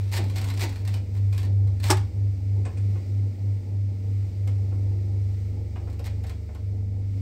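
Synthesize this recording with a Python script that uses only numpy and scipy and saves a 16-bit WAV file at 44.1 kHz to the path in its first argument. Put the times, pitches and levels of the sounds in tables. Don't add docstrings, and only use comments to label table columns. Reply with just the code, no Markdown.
import sys
import numpy as np
from scipy import signal
from scipy.fft import rfft, irfft
from scipy.io import wavfile
from scipy.ndimage import map_coordinates

SR = 44100
rng = np.random.default_rng(int(sys.argv[2]) if len(sys.argv) > 2 else 0)


def wav_record(signal):
    frames = np.transpose(np.atleast_2d(signal))
    bounded = np.clip(frames, -1, 1)
    quanta = np.round(bounded * 32767).astype(np.int16)
    wavfile.write(sys.argv[1], SR, quanta)


N = 317948
TIME = np.arange(N) / SR
CUTOFF_HZ = 15700

# start t/s, duration/s, relative level/dB
STROKES = [(0, 0.82, -56), (0.136, 0.049, -34), (0.364, 0.021, -39.5), (.41, 0.072, -56),
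           (0.611, 0.033, -34.5), (0.869, 0.11, -53.5), (1.144, 0.041, -58), (1.328, 0.13, -52),
           (1.835, 0.076, -36.5), (6.051, 0.023, -46), (6.279, 0.039, -61)]


def from_db(db):
    return 10 ** (np.asarray(db) / 20)


def rms_one(x):
    return x / np.sqrt(np.mean(x ** 2) + 1e-20)


def in_time(rows):
    return np.interp(TIME, *np.transpose(rows))


def drift(rate):
    knots = rng.standard_normal(4096)
    return map_coordinates(knots, [TIME * rate], order=2, mode="mirror")


def tone(hz, waver_db, wander_rad):
    phase = 2 * np.pi * (hz * TIME + rng.random()) + wander_rad * drift(5)
    return np.sqrt(2) * np.sin(phase) * from_db(waver_db * drift(5))


def colour(x, spectrum):
    size = 4096
    hz, db = np.transpose(spectrum)
    grid_hz = np.maximum(np.arange(size // 2 + 1) * SR / size, 1)
    magnitude = from_db(np.interp(np.log(grid_hz), np.log(hz), db))
    cepstrum = irfft(np.log(magnitude))
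    response = irfft(np.exp(rfft(2 * cepstrum[:size // 2], size)))
    return signal.fftconvolve(x, response / np.linalg.norm(response))[:N]


def ring(force, hz, t60):
    r, w = from_db(-60 / (t60 * SR)), 2 * np.pi * hz / SR
    return signal.lfilter([0, np.sin(w)], [1, -2 * r * np.cos(w), r * r], force + 1e-18)


def contacts(rows, t60, rise_s):
    out, age = np.zeros(N + SR), np.arange(SR // 10) / SR
    envelope = (1 - np.exp(-age / rise_s)) * from_db(-60 * age / t60)
    for start, db, cutoff_hz in rows:
        burst = rng.standard_normal(len(age)) * envelope * from_db(db)
        lowpass = signal.butter(2, min(cutoff_hz, .45 * SR), fs=SR)
        at = int(start * SR)
        out[at:at + len(age)] += signal.lfilter(*lowpass, burst)
    return out[:N]


def cab(x, wet_db):
    low_t60_s, high_t60_s = .29, .074
    age = np.arange(SR // 2) / SR
    echoes = rng.standard_normal(len(age)) * (age > .003)
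    low = signal.lfilter(*signal.butter(1, 3000, fs=SR), echoes)
    tail = low * from_db(-60 * age / low_t60_s) + (echoes - low) * from_db(-60 * age / high_t60_s)
    return x + from_db(wet_db) * signal.fftconvolve(x, tail / np.linalg.norm(tail))[:N]


def shaft():
    # f/Hz, relative level/dB
    guide_spectrum = [(20, -15.5), (40, 1.5), (110, 13), (150, 1), (185, 4), (260, 2), (320, 0.5),
                      (380, -1), (470, -2.5), (550, -7.5), (730, -12.5), (780, -10.5), (860, -12),
                      (970, -22), (1600, -50), (4000, -70.5)]
    air_spectrum = [(700, -19), (1300, 1.5), (1570, -7), (1950, 3), (2200, 5.5), (2550, -1), (3250, -5),
                    (4900, -.3), (6600, -6.7), (8500, -6), (9400, -18), (10600, -21), (12200, -13.5),
                    (16000, -15)]
    # t/s, level/dB
    guide_levels = [(0, -47), (.2, -40), (1.2, -45.5), (2.1, -44.5), (2.8, -46), (3.9, -46), (5, -43.5),
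                    (6.0, -46), (6.6, -47), (7.21, -48.5)]
    air_levels = [(0, -59), (2.15, -62), (2.9, -59.5), (3.75, -62.5), (4.5, -61), (5.65, -61.5),
                  (6.2, -60.5), (6.85, -65), (7.21, -60.5)]
    rumble = rms_one(colour(rng.standard_normal(N), guide_spectrum))
    rumble *= from_db(in_time(guide_levels) + 2.5 * drift(12))
    hiss = rms_one(colour(rng.standard_normal(N), air_spectrum))
    hiss *= from_db(in_time(air_levels) + .7 * drift(5))
    return rumble + hiss


def fan():
    # f/Hz, level/dB
    lines = [(199.4, -58), (231.5, -56.5), (266.5, -60), (299.6, -61), (498.5, -68), (601, -68), (613, -70)]
    return sum(from_db(db) * tone(hz, waver_db=2, wander_rad=.6) for hz, db in lines)


def panels():
    # t/s, relative level/dB, cutoff f/Hz
    impacts = [(0.185, -38.5, 1000), (0.636, -39, 804), (1.325, -54, 3000), (2.650, -50, 5500),
               (2.656, -38, 945), (2.770, -55.5, 6100), (2.954, -56, 2200), (2.952, -37.5, 380),
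               (4.469, -44, 650), (4.72, -45, 654), (5.756, -47.5, 1800), (5.870, -51.5, 1600),
               (5.995, -41.5, 600), (6.062, -51.5, 2510), (6.238, -51, 1800), (6.298, -53.5, 1970),
               (6.488, -54, 1500), (6.548, -52.5, 1200)]
    # f/Hz, relative level/dB
    tap_spectrum = [(100, -35), (220, -12), (340, 1), (480, 3), (660, -1.5), (850, -0.5), (1150, -6.5),
                    (1600, -5), (2400, -3.5), (3300, -7.5), (6500, -10), (8500, 3.5), (9800, -17),
                    (16000, -30)]
    # f/Hz, relative level/dB, T60/s
    modes = [(450, -3, 0.11), (515, -7, .1), (800, 5, 0.093), (830, -6.5, .13), (1600, -8.5, .05),
             (2030, -11.5, 0.07), (2500, 2, 0.11)]
    taps = contacts(impacts, t60=.06, rise_s=.006)
    ringing = sum(rms_one(ring(taps, hz, t60)) * from_db(db) * (-1) ** k
                  for k, (hz, db, t60) in enumerate(modes))
    tapping = cab(colour(from_db(18) * taps, tap_spectrum), wet_db=-4)
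    return tapping + from_db(5.5) * np.std(taps) * ringing


def stroke(start, length):
    attack_s, release_s = .013, .016
    distance = np.maximum((start - TIME) / attack_s, (TIME - start - length) / release_s)
    return from_db(-20 * distance.clip(0, 10))


def slips(per_rub):
    typical_db, coupling, scatter_db = -43.5, .64, 1
    mean_db = np.mean([db for _, _, db in STROKES])
    return [(start + length * rng.random(),
             typical_db + coupling * (db - mean_db) + scatter_db * rng.standard_normal())
            for start, length, db in STROKES for _ in range(per_rub)]


def hand():
    # t/s, relative level/dB
    tick_events = [(0.116, -38), (0.1235, -32), (0.24, -42), (0.2981, -39.5), (0.3586, -34), (0.4141, -34),
                   (0.442, -34), (0.475, -41), (0.4855, -36), (0.5006, -32.5), (0.538, -39.5),
                   (0.5737, -35), (0.594, -32), (0.692, -39), (0.7255, -45.5), (0.758, -41), (0.85, -41),
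                   (0.8753, -33.5), (0.9398, -34), (1.3257, -44.5), (1.378, -34.5), (1.43, -40),
                   (1.673, -49), (1.8, -40.5), (1.839, -32), (1.97, -34), (4.475, -41), (5.899, -50),
                   (5.928, -50), (5.9928, -44), (6.042, -43), (6.237, -43.5), (6.2665, -44),
                   (6.2948, -41.5), (6.548, -47)]
    # f/Hz, relative level/dB
    rub_spectrum = [(100, -32), (300, -5), (550, 0.5), (850, 6), (1200, -3), (2200, 4), (3200, -1),
                    (4300, 3), (6300, -5), (8500, -2.5), (9800, -14.5), (12500, -8), (16000, -13.5)]
    pressure = sum(from_db(db) * stroke(start, length) for start, length, db in STROKES)
    rubs = pressure * rng.standard_normal(N) * from_db(-3.5 + 3 * drift(400))
    hard_contacts = [(start, db, CUTOFF_HZ) for start, db in tick_events + slips(per_rub=3)]
    ticks = contacts(hard_contacts, t60=.035, rise_s=.00081)
    highpass = signal.butter(2, 10500, "high", fs=SR, output="sos")
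    snaps = signal.sosfilt(highpass, contacts(hard_contacts, t60=.004, rise_s=.0002))
    rubs = cab(colour(rubs, rub_spectrum), wet_db=-5.5)
    ticks = cab(colour(ticks, rub_spectrum), wet_db=-2)
    return rubs + ticks + snaps


def thuds():
    # t/s, relative level/dB
    onsets = [(0.175, -19), (0.619, -16)]
    start_hz, end_hz, sink_s = 430, 285, .028
    rise_s, t60_s = .017, .12
    out = 0
    for start, db in onsets:
        age = np.maximum(TIME - start, 0)
        hz = end_hz + (start_hz - end_hz) * np.exp(-age / sink_s)
        envelope = (1 - np.exp(-age / rise_s)) ** 2 * from_db(db - 60 * age / t60_s)
        out = out + envelope * np.sin(2 * np.pi * np.cumsum(hz) / SR)
    return cab(out * from_db(2 * drift(150)), wet_db=-17)


def knock():
    # f/Hz, relative level/dB, T60/s
    modes = [(290, -6, .18), (371, .5, .22), (428, -10, .14), (620, -8.5, .15), (670, -16, .1),
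             (760, -19, .12), (807, -16, .13), (843, -8.5, .22), (871, -11, .21), (912, -14, .1),
             (965, -10, .18), (1138, -12, .15), (1278, -13, .11), (1430, -13, .1), (1711, -8, .15),
             (2099, -15, .09), (2686, -15, .08), (5090, -8, .06), (5431, -8, .06), (6760, -13, .07),
             (8420, -12, .09)]
    # t/s, relative level/dB, cutoff f/Hz
    impacts = [(1.896, -18.5, 1510), (1.900, -16.5, 1300), (1.902, -21.5, 12000), (1.908, -22, 10100),
               (1.913, -17.5, 420), (1.925, -20, 1630)]
    # f/Hz, relative level/dB
    clack_spectrum = [(100, -4), (230, -1), (330, 8), (430, -5), (510, -5), (880, 7), (1400, -0.5),
                      (2400, 0.5), (3300, -2), (4500, -2), (5400, 3.5), (6500, -4.5), (8600, 3.5),
                      (9600, -8.5), (16000, -5.5)]
    blow_s, blow_db = 1.9012, -20
    blow = from_db(blow_db) * signal.unit_impulse(N, int(blow_s * SR))
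    ringing = sum(ring(blow, hz, t60) * from_db(db) * (-1) ** k for k, (hz, db, t60) in enumerate(modes))
    clack = colour(from_db(5) * contacts(impacts, t60=.079, rise_s=.00094), clack_spectrum)
    return ringing + cab(clack, wet_db=-14)


def throb(hz, rows, lag_turns):
    dips = [-.2, .11, .4, .76, 1.08, 1.42, 1.78, 2.11, 2.39, 2.72, 3.04, 3.36, 3.64, 3.99, 4.32, 4.7, 5.04,
            5.38, 5.72, 6.0, 6.3, 6.55, 6.95, 7.3]
    times, levels, depths = np.transpose(rows)
    level_db, depth = np.interp(TIME, times, levels), np.interp(TIME, times, depths)
    phase = 2 * np.pi * (hz * TIME + rng.random()) + .028 * drift(24)
    sheave_angle = 2 * np.pi * (np.interp(TIME, dips, np.arange(len(dips))) - lag_turns)
    return np.sqrt(2) * from_db(level_db) * (np.sin(phase) - depth * np.sin(phase + sheave_angle))


def motor():
    rotation_hz = 24.665
    # t/s, level/dB, throb depth (0-1)
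    third = [(0, -49, 1), (.8, -42, 0.6), (1.549, -39, 0.45), (1.8, -35.5, 0.17), (2.9, -42, 0.4),
             (3.299, -57, 0.5), (4.152, -44, 0.5), (4.801, -39.5, 0), (5.7, -34.5, 0), (6.3, -33, 0.06),
             (7.21, -41.5, 0.3)]
    fourth = [(0, -24.6, .12), (.55, -25.6, .05), (.76, -27, .45), (1.08, -26.5, .47), (1.24, -22.5, .3),
              (1.64, -20, .2), (2.1, -25.8, .78), (2.4, -24.5, .4), (2.72, -25.3, .65), (3.05, -25.3, .5),
              (3.36, -26.3, .58), (3.64, -27, .55), (3.98, -26, .3), (4.32, -26, .48), (4.62, -23.5, .2),
              (5.3, -24.5, .1), (5.8, -33, .15), (6.18, -29, .15), (6.56, -41, .15), (6.64, -27.7, .08),
              (7.21, -26.7, .08)]
    # t/s, level/dB
    second = [(0, -50), (2.2, -50.5), (3.0, -57), (4.4, -50), (7.21, -46)]
    eleventh = [(0, -56), (.4, -47.5), (1.0, -56), (2.1, -56.5), (2.5, -54), (3.4, -51.5), (4.2, -56.5),
                (4.65, -53), (5.5, -58.5), (6.5, -63.5), (7.21, -50.5)]
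    fourteenth = [(0, -61.5), (4.6, -62), (4.95, -51), (5.4, -61.5), (5.85, -53), (6.3, -62), (7.21, -59.5)]
    # order, level/dB
    weak_orders = [(1, -64), (6, -61), (7, -57), (8, -60), (9, -62), (15, -67), (18, -62.5), (19, -67)]
    bass = from_db(in_time(second)) * tone(2 * rotation_hz, waver_db=1.2, wander_rad=.12)
    drone = throb(3 * rotation_hz, third, lag_turns=.43) + throb(4 * rotation_hz, fourth, lag_turns=0)
    singing = sum(from_db(in_time(levels)) * tone(order * rotation_hz, waver_db=1.5, wander_rad=.6)
                  for order, levels in ((11, eleventh), (14, fourteenth)))
    hum = sum(from_db(db) * tone(order * rotation_hz, waver_db=3, wander_rad=.6)
              for order, db in weak_orders)
    return bass + drone + singing + hum


def scene():
    return (motor() + fan() + shaft() + hand() + thuds() + panels() + knock())[None]


def record(dry):
    return signal.sosfilt(signal.ellip(10, .1, 80, CUTOFF_HZ, fs=SR, output="sos"), dry)


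dry = scene()
out = record(dry)
wav_record(out)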